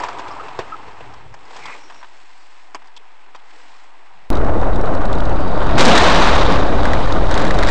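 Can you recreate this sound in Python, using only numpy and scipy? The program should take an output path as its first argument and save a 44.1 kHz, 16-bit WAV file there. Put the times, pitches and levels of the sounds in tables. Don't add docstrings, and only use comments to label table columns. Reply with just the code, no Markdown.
import sys
import numpy as np
from scipy import signal
from scipy.io import wavfile
from scipy.ndimage import uniform_filter1d

SR = 44100
rng = np.random.default_rng(int(sys.argv[2]) if len(sys.argv) > 2 else 0)


def convert_level_to_amplitude(level_db):
    exponent = np.asarray(level_db, float) / 20
    return 10 ** exponent


def unload_audio(sound):
    columns = np.transpose(np.atleast_2d(sound))
    steps = np.round(np.clip(columns, -1, 1) * 32767)
    wavfile.write(sys.argv[1], SR, steps.astype(np.int16))


N = 339570
TIME_S = np.arange(N) / SR

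CUT_S, IMPACT_S = 4.3031, 5.778
AT_REST, ON_ROAD = slice(0, int(4.31 * SR)), slice(int(4.2 * SR), N)


def rms_one(x):
    return x / np.sqrt(np.mean(x ** 2) + 1e-20)


def evened(x, size):
    return x / np.sqrt(uniform_filter1d(x ** 2, size=size) + 1e-9)


def in_time(rows):
    return np.interp(TIME_S, *np.transpose(rows))


def swell(centre_s, spread_s, db, order=2):
    return convert_level_to_amplitude(db) * np.exp(-np.abs((TIME_S - centre_s) / spread_s) ** order / 2)


def after(start_s, fall_s):
    return (TIME_S >= IMPACT_S) * np.exp(-np.maximum(TIME_S - start_s, 0) / fall_s)


def drift(rate, part=slice(None)):
    knots = rng.standard_normal(N // 64 + 2)
    r = np.exp(-128 * np.pi * rate / SR)
    slow = rms_one(signal.lfilter([1], [1, -2 * r, r * r], knots))
    return np.interp(np.arange(N)[part] / 64, np.arange(len(slow)), slow)


def band(x, low_hz, high_hz, order=2):
    return signal.sosfilt(signal.butter(order, [low_hz, high_hz], "band", fs=SR, output="sos"), x)


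def resonance(x, hz, width_hz):
    r = np.exp(-np.pi * width_hz / SR)
    poles = [1, -2 * r * np.cos(2 * np.pi * hz / SR), r * r]
    return signal.lfilter([(1 - r * r) / 2, 0, (r * r - 1) / 2], poles, x)


def coloured(spectrum, part, patchy_db, lumps_db, rate):
    hz, level_db = np.transpose(spectrum)
    edges = np.geomspace(hz[0], hz[-2], int(3 * np.log2(hz[-2] / hz[0])) + 2)
    white, out = rng.standard_normal((2, part.stop - part.start)), np.zeros(N)
    for k, (low, high) in enumerate(zip(edges, edges[1:])):
        centre_db = np.interp(np.log(low * high) / 2, np.log(hz), level_db)
        flicker = convert_level_to_amplitude(centre_db + patchy_db * drift(rate, part))
        out[part] += flicker * band(white[k % 2], low, high)
    out[part] = rms_one(out[part] * convert_level_to_amplitude(lumps_db * drift(rate * 2, part)))
    return out


def bursts(times, level_db, t60):
    out, t = np.zeros(N), np.arange(int(.1 * SR)) / SR
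    for s, db in zip(times, level_db):
        i = int(s * SR)
        contact = convert_level_to_amplitude(db - 60 * t / t60) * np.minimum(t / .001, 1)
        out[i:i + len(t)] += contact[:N - i]
    return out


# (time [s], level [dB])
RIDE_FORCE = [(4.3, -6.5), (4.33, 1), (4.6, -0.5), (5.0, -0.5), (5.55, -0.5), (5.7, 3.5), (5.77, 4.5),
              (5.79, 15), (5.9, 12), (6.2, 11.5), (6.55, 6.5), (6.66, 2.5), (6.95, 2.5), (7.28, 0.5),
              (7.33, 4), (7.5, 2), (7.64, 4.5), (7.7, 4.5)]


def ride_force_db():
    return in_time(RIDE_FORCE)


# (frequency [Hz], level [dB per Hz])
RUMBLE_SPECTRUM = [(8.8, -23), (15, -0.5), (19, -12.5), (32, -2), (97, -12), (140, -21.5), (170, -34),
                   (220, -61), (370, -120)]
# (frequency [Hz], level [dB per Hz])
ROAR_SPECTRUM = [(88, -19), (150, -6), (182, -1), (273, -6.5), (306, 6), (345, -5.5), (642, -1.5),
                 (900, -10), (1170, -33.5), (1980, -120)]
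# (frequency [Hz], level [dB per Hz])
METAL_SPECTRUM = [(500, -31), (850, 0.5), (939, 8), (1490, -1.5), (2010, -14.5), (2400, -23.5),
                  (3120, -36.5), (5280, -120)]


def road_roar():
    force_db = ride_force_db()
    rumble = coloured(RUMBLE_SPECTRUM, ON_ROAD, patchy_db=-0.5, lumps_db=-2.5, rate=7.3)
    roar = coloured(ROAR_SPECTRUM, ON_ROAD, patchy_db=1.0, lumps_db=2.0, rate=13.0)
    metal = coloured(METAL_SPECTRUM, ON_ROAD, patchy_db=0.5, lumps_db=2.5, rate=48)
    sprung = 1.9 * np.tanh(rumble / 1.7)
    slam = swell(centre_s=5.86, spread_s=0.042, db=-4.5)
    return convert_level_to_amplitude(-16.5) * sprung + (convert_level_to_amplitude(-20 + 0.43 * force_db) + slam) * roar + convert_level_to_amplitude(-27 + force_db) * metal


# (time [s], peak level [dB])
ROAD_TICKS = [(4.329, -28), (4.3525, -24.5), (4.3695, -29), (4.3894, -40), (4.4465, -37), (4.464, -37),
              (4.538, -39), (4.579, -37), (4.5974, -35), (4.613, -33), (4.644, -39), (4.729, -39),
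              (4.747, -38), (4.7583, -26.5), (4.811, -30.5), (4.857, -32), (4.939, -35), (4.9495, -28.5),
              (5.0145, -35), (5.053, -26), (5.1282, -23), (5.151, -30), (5.1846, -31), (5.2034, -25),
              (5.235, -32), (5.253, -26), (5.2939, -31), (5.326, -36), (5.3594, -36), (5.4038, -33),
              (5.4782, -32), (5.577, -34), (5.5989, -33), (5.6308, -33), (5.6657, -32)]
# (time [s], peak level [dB])
COLLISION_BLOWS = [(5.8052, -3), (5.8527, -1), (5.8798, -5), (5.8943, -8.5), (5.953, -7.5), (5.976, -2),
                   (6.033, -13.5), (6.074, -13.5), (6.098, -16), (6.158, -15.5), (6.245, -21),
                   (6.2627, -22.5), (6.352, -17.5), (6.428, -20.5), (6.4513, -26), (6.5012, -25),
                   (6.519, -21.5), (6.556, -24)]
# (time [s], peak level [dB], dull ring relative to peak [dB])
TORN_FLAPS = [(6.7556, -31, -3), (6.775, -28, -3), (6.831, -24, -15), (6.8535, -16, 10),
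              (6.9325, -16.5, 12), (7.003, -30, -3), (7.057, -29, -2), (7.081, -28, -7), (7.123, -17, -4),
              (7.3108, -16.5, 3), (7.324, -27, 9), (7.3406, -14, -1), (7.352, -24, -3), (7.376, -14, 4),
              (7.3944, -25, 6), (7.4, -26, -3), (7.4136, -22, -3), (7.419, -21, 4), (7.443, -25, -3),
              (7.4505, -20, 6), (7.468, -24, -3), (7.4779, -19, 7), (7.492, -28, -3), (7.5075, -17, 10),
              (7.542, -23, -6), (7.5473, -22, -14), (7.5687, -27, -3), (7.606, -29, -3), (7.5875, -15.5, 2),
              (7.627, -17, 9), (7.633, -18, 5), (7.647, -23, -5), (7.671, -20, 7), (7.68, -22, 4),
              (7.6865, -15, 9), (7.692, -19, 3)]


def rattles():
    white, buzz, ring = rng.standard_normal(N), np.zeros(N), np.zeros(N)
    ticks = [(*row, -7) for row in ROAD_TICKS]
    blows = [(*row, -1) for row in COLLISION_BLOWS]
    groups = [(ticks, 0.024, -5.5), (blows, 0.038, -9), (TORN_FLAPS, 0.02, -6)]
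    for rows, t60, buzz_db in groups:
        s, db, dull_db = np.transpose(rows)
        buzz = buzz + bursts(s, db + buzz_db, t60)
        ring = ring + bursts(s, db + dull_db - 5.5, t60 * 1.4)
    crack = 0.6 * rms_one(band(white, 1900, 6400)) + 0.2 * rms_one(band(white, 6000, 9000))
    high_rings = 1.38 * rms_one(resonance(white, 3770, 1000)) + 0.24 * rms_one(resonance(white, 6300, 1500))
    dull = evened(resonance(resonance(white, 1720, 400), 1720, 600), size=200)
    return 1.5 * evened(crack + high_rings, size=100) * buzz + dull * ring


def bent_panel():
    growth = np.clip((TIME_S - IMPACT_S) / (7.2 - IMPACT_S), 0, 1)
    return convert_level_to_amplitude(-28) * rms_one(resonance(rng.standard_normal(N), 560, 130)) * growth


# (frequency [Hz], level [dB per Hz])
WIND_SPECTRUM = [(1350, -36), (2300, -1), (2640, 1.5), (3120, -3), (3860, -0.5), (4350, -9), (5300, -19),
                 (9090, -21), (11800, -55.5), (20000, -120)]
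# (frequency [Hz], level [dB per Hz])
TEARING_SPECTRUM = [(1060, -42.5), (1800, 0), (2950, -4), (3790, -1), (4280, -6.5), (5770, -17),
                    (6480, -17), (8160, -24.5), (9090, -22), (11800, -56), (20000, -120)]


def wind_and_tearing():
    since = TIME_S - IMPACT_S
    wind = coloured(WIND_SPECTRUM, ON_ROAD, patchy_db=3.0, lumps_db=3.0, rate=38)
    tearing = coloured(TEARING_SPECTRUM, ON_ROAD, patchy_db=2.0, lumps_db=1.3, rate=39)
    whistle = rms_one(band(rng.standard_normal(N), 4250, 5050, order=4))
    nearing = np.clip(1 + since / (IMPACT_S - 5.05), 0, 1)
    bow_wave = swell(centre_s=5.78, spread_s=0.055, db=-37)
    wind_gain = convert_level_to_amplitude(-42 + 8.5 * since) + bow_wave
    air = wind_gain * wind + convert_level_to_amplitude(-49) * np.sqrt(nearing) * whistle
    return np.where(since < 0, air, convert_level_to_amplitude(-39.5 + 1.48 * ride_force_db()) * tearing)


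def gravel():
    per_s = 30
    draws = rng.random((int(per_s * (N / SR - CUT_S)), 2))
    s = CUT_S + (np.arange(len(draws)) + draws[:, 0]) / per_s
    s = np.clip(s, CUT_S + .03, N / SR - .002)
    peak_db = -41 + 0.6 * ride_force_db()[(s * SR).astype(int)] - 12 * draws[:, 1]
    return rms_one(band(rng.standard_normal(N), 1800, 5000)) * bursts(s, peak_db, 0.015)


def highway():
    return road_roar() + rattles() + bent_panel() + wind_and_tearing() + gravel()


# (frequency [Hz], level [dB], t60 [s])
TRIM_MODES = [(772, -4, 0.03), (1000, 3.5, 0.086), (1230, -6.5, 0.047), (1540, -7, 0.049),
              (1840, -3.5, 0.041), (1970, -15, 0.041)]
# (time [s], peak level [dB], snap relative [dB], thump relative [dB])
KNOCKS = [(0.035, -11, -10, -17), (0.085, -19, -6.5, -32), (0.185, -34, 7, -13), (0.193, -18, -8, -12.5),
          (0.281, -25, -8, -5), (0.441, -29, -25, -22), (0.461, -29, -21, -10), (0.482, -22, -26, -12),
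          (0.589, -12, -10.5, -1.5), (0.88, -29, -27, -6), (1.006, -27, -31, 0), (1.137, -31, -5, -21),
          (1.508, -31, -4, -25), (1.53, -32, -6, -25), (1.545, -32, -13, -20), (1.556, -31, -20, -2),
          (1.563, -29, 3, -25), (1.569, -29, -3.5, -18), (1.597, -32, -11, -25), (1.635, -33, -2, -25),
          (1.655, -23.5, -1, -15), (1.682, -22.5, -26, -40), (1.699, -26, -22, -26),
          (1.749, -27.5, -15, -18), (1.921, -29, -14, -30), (1.943, -39, 1, -30), (2.012, -33, -20, -30),
          (2.028, -24, -24, -34), (2.043, -28, -13, -28), (2.819, -34, -14, -35), (2.843, -36, -12, -30),
          (2.856, -36, -12, -30), (2.88, -36, -14, -30), (2.964, -45, 13.5, -16), (2.971, -39, 9.5, -20),
          (3.347, -26, -13, -11), (3.358, -36, 0, -25)]
# (time [s], peak level [dB], snap relative [dB], thump relative [dB])
CLICKS = [
    (0.0, -16.5, -11, -11),
    (1.34, -25.5, -9.5, -28),
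    (1.452, -36, -4, -18),
    (1.898, -26, -14, -34),
    (1.906, -30, -14, -30),
    (1.958, -32, -14, -20.5),
    (2.746, -17, -6, -13),
    (2.871, -48, 5.5, -25),
    (1.661, -34, 1, -25),
]


def knock(noise, t, t60, snap_hz, thump_hz):
    blow = 1.5 * np.exp(-((t - .0008) / 0.00013) ** 2)
    crackle = noise * convert_level_to_amplitude(-60 * np.maximum(t - .006, 0) / t60) * np.minimum(t / 0.00066, 1)
    hit = crackle + blow
    modes = sum(convert_level_to_amplitude(db) * resonance(hit, hz, 7.8 / fall_s + 90) for hz, db, fall_s in TRIM_MODES)
    body = rms_one(band(modes, 735, 1800)) + 0.66 * rms_one(band(crackle, 1220, 2850))
    crack = crackle * convert_level_to_amplitude(-600 * t)
    snap = resonance(crack, snap_hz, 600) + 0.28 * resonance(crack, snap_hz * 1.34, 450)
    snap = snap + 0.21 * band(crack, 2400, 6000) + 0.1 * band(crack, 4300, 14000)
    thump = band(hit, thump_hz / 1.25, thump_hz * 1.36) + .3 * band(hit, 78, 233)
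    return body, snap, thump


def knocks():
    out, t = np.zeros(N), np.arange(int(.15 * SR)) / SR
    kinds = [(KNOCKS, 3310, 425, 1), (CLICKS, 4740, 336, 0.76)]
    for rows, snap_hz, thump_hz, shorter in kinds:
        for s, db, snap_db, thump_db in rows:
            t60 = 0.047 * np.exp(0.08 * (db + 22)) * shorter
            layers = knock(rng.standard_normal(len(t)), t, t60, snap_hz, thump_hz)
            levels_db = db - 1.5, db + snap_db - 0.5, db + thump_db - 1.5
            i = int(s * SR)
            out[i:i + len(t)] += sum(convert_level_to_amplitude(d) * x / np.abs(x).max() for x, d in zip(layers, levels_db))
    return out


# (start [s], end [s], pitch [Hz], width [Hz], level [dB])
RUBS = [(.719, .752, 1290, 28, -27.5), (.395, .415, 1270, 69, -30), (0.4, 0.47, 432, 34, -41.5),
        (1.6, 1.78, 1970, 150, -45), (1.6, 1.77, 2170, 100, -44), (1.58, 1.78, 2450, 180, -44),
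        (1.62, 1.77, 1500, 500, -49), (2.28, 2.54, 4500, 900, -62), (2.964, 2.98, 2600, 350, -47),
        (2.966, 2.985, 3450, 300, -45), (3.345, 3.362, 975, 110, -38), (1.65, 1.74, 1160, 200, -40),
        (1.77, 1.92, 5600, 310, -55), (1.9, 2.05, 5550, 350, -58), (1.58, 1.71, 140, 15, -55),
        (0.87, .88, 140, 35, -52), (1.01, 1.12, 118, 30, -49.5), (1.3, 1.34, 110, 34, -46),
        (4.13, 4.25, 200, 86, -63), (.3, .335, 5100, 500, -47), (.3, 0.35, 1170, 60, -34.5)]


def squeaks():
    out = np.zeros(N)
    for start, end, hz, width_hz, db in RUBS:
        i, j = int(start * SR), int(end * SR)
        noise = rng.standard_normal(j - i + SR // 10)
        tone = resonance(resonance(noise, hz, width_hz), hz, width_hz * 2)
        envelope = np.abs(signal.hilbert(tone)) + 1e-9
        tone = (tone / envelope ** min(.6, 25 / width_hz))[i - j:]
        fade = signal.windows.tukey(j - i, min(1, .3 + width_hz / 700))
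        out[i:j] += convert_level_to_amplitude(db) * rms_one(tone) * fade
    return out


def settling_boom():
    late = TIME_S - 1.32
    rock_db = np.maximum(-53 - (late > 0) * (8.5 + 15 * late), -86)
    last_sway = swell(centre_s=1.24, spread_s=0.068, db=-53)
    seat_creak = swell(centre_s=4.21, spread_s=0.081, db=-67)
    rock = uniform_filter1d(convert_level_to_amplitude(rock_db), size=4000) + last_sway + seat_creak
    white = rng.standard_normal(N)
    boom = rms_one(band(white, 79, 149, order=4)) + 0.76 * rms_one(band(white, 44, 54))
    return convert_level_to_amplitude(1.6 * drift(21)) * rock * boom


# (time [s], level [dB])
CABIN_STIR = [(0, -28), (.15, -32.5), (.45, -35.5), (.87, -41.5), (1.05, -41.5), (1.35, -50.5),
              (1.62, -40.5), (1.84, -48), (2.1, -52.5), (3.1, -52), (3.5, -49.5), (4.3, -51.5)]
# (frequency [Hz], level [dB per Hz])
PANEL_SPECTRUM = [(140, -34), (240, -8), (356, 1), (397, -4.5), (442, -1), (620, -7.5), (810, -27),
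                  (1360, -120)]
# (frequency [Hz], level [dB per Hz])
CABIN_SPECTRUM = [(350, -39), (600, -7.5), (777, 3.5), (840, -2), (1010, 7), (1270, -4), (1600, -7),
                  (2080, -35), (3520, -120)]
# (frequency [Hz], level [dB per Hz])
RUSTLE_SPECTRUM = [(910, -33), (1550, -2), (2020, -1), (2310, -8), (2490, -3), (2820, -8.5), (3480, -6),
                   (3860, -10.5), (5550, -16), (6470, -23), (7700, -19), (8200, -21), (10700, -45),
                   (18000, -120)]
# (centre [s], spread [s], level [dB])
CLOTH_MOVES = [
    (1.66, 0.13, -52.5),
    (2.05, 0.58, -58),
    (3.67, 0.18, -57.5),
]


def stirring_cabin():
    stir_db = in_time(CABIN_STIR)
    above_db = stir_db + 52
    loose_db = 6 / (1 + np.exp(np.minimum((TIME_S - 2.14) / .06, 50)))
    panels = coloured(PANEL_SPECTRUM, AT_REST, patchy_db=2.5, lumps_db=1.0, rate=9.1)
    cabin = coloured(CABIN_SPECTRUM, AT_REST, patchy_db=1.0, lumps_db=1.0, rate=28)
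    rustle = coloured(RUSTLE_SPECTRUM, AT_REST, patchy_db=0.5, lumps_db=1.5, rate=66)
    drone = convert_level_to_amplitude(-62.5 + 0.74 * above_db + loose_db) * panels
    debris = convert_level_to_amplitude(-55 + 0.65 * above_db) * rustle
    cloth_noise = 0.67 * rustle + 1.14 * band(rustle, 3560, 13000)
    cloth = sum(swell(*row, order=6) for row in CLOTH_MOVES) * cloth_noise
    return drone + convert_level_to_amplitude(stir_db) * cabin + debris + cloth


def car_at_rest():
    return knocks() + squeaks() + settling_boom() + stirring_cabin()


def scene():
    return np.where(TIME_S < CUT_S, car_at_rest(), highway())[None]


def low_pass(x, hz, soft_hz, leak_db, air_hz):
    soft = signal.sosfilt(signal.butter(3, soft_hz, fs=SR, output="sos"), x)
    steep = signal.sosfilt(signal.ellip(10, .5, 60, hz, fs=SR, output="sos"), soft)
    air = signal.sosfilt(signal.ellip(5, 1, 16, [hz, air_hz], "band", fs=SR, output="sos"), x)
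    return steep + convert_level_to_amplitude(leak_db) * air


def rest_camera(dry):
    hiss = convert_level_to_amplitude(-96) * rms_one(band(rng.standard_normal(N), 8600, 11900, order=4))
    shifted = band(dry, 4800, 8200, order=4) * np.cos(2 * np.pi * 3900 * TIME_S)
    haze = convert_level_to_amplitude(-27) * band(shifted, 8900, 12200, order=4)
    return -0.023 + hiss + low_pass(dry, 8250, soft_hz=11000, leak_db=-28, air_hz=12100) + haze


def road_camera(dry):
    rise = int(.1 * SR)
    rail_jump = uniform_filter1d(after(IMPACT_S + .2, .2), size=rise, origin=int(rise / 3))
    top, bottom = -.07 + .22 * rail_jump, -.73
    half = (top - bottom) / 2
    drive_db = 0.5 + 0.56 * ride_force_db() + 13.5 * after(IMPACT_S, 0.053)
    pull = -0.062 - 7 * after(5.85, 0.034)
    u = convert_level_to_amplitude(drive_db) * dry / half + pull
    squashed = 1.04 * half * u / (1 + np.abs(u) ** 2.6) ** (1 / 2.6)
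    busy = np.sqrt(uniform_filter1d(band(squashed, 1290, 8000) ** 2, size=800) + 1e-12)
    grit = convert_level_to_amplitude(-12.5) * busy * band(rng.standard_normal(N), 200, 5360)
    housing = squashed + grit + .5 * resonance(squashed, 3820, 330)
    housing = housing / (1 + (housing / (1.17 * half)) ** 6) ** (1 / 6)
    return (top + bottom) / 2 + low_pass(housing, 9300, soft_hz=7400, leak_db=-22.5, air_hz=13000)


def roll_off(x):
    return signal.sosfilt(signal.butter(12, 15400, fs=SR, output="sos"), x)


def record(dry):
    whine = convert_level_to_amplitude(-99) * np.sin(2 * np.pi * 11720 * TIME_S)
    joined = np.where(TIME_S < CUT_S, rest_camera(dry), road_camera(dry)) + whine
    return roll_off(joined)


dry = scene()
out = record(dry)
unload_audio(out)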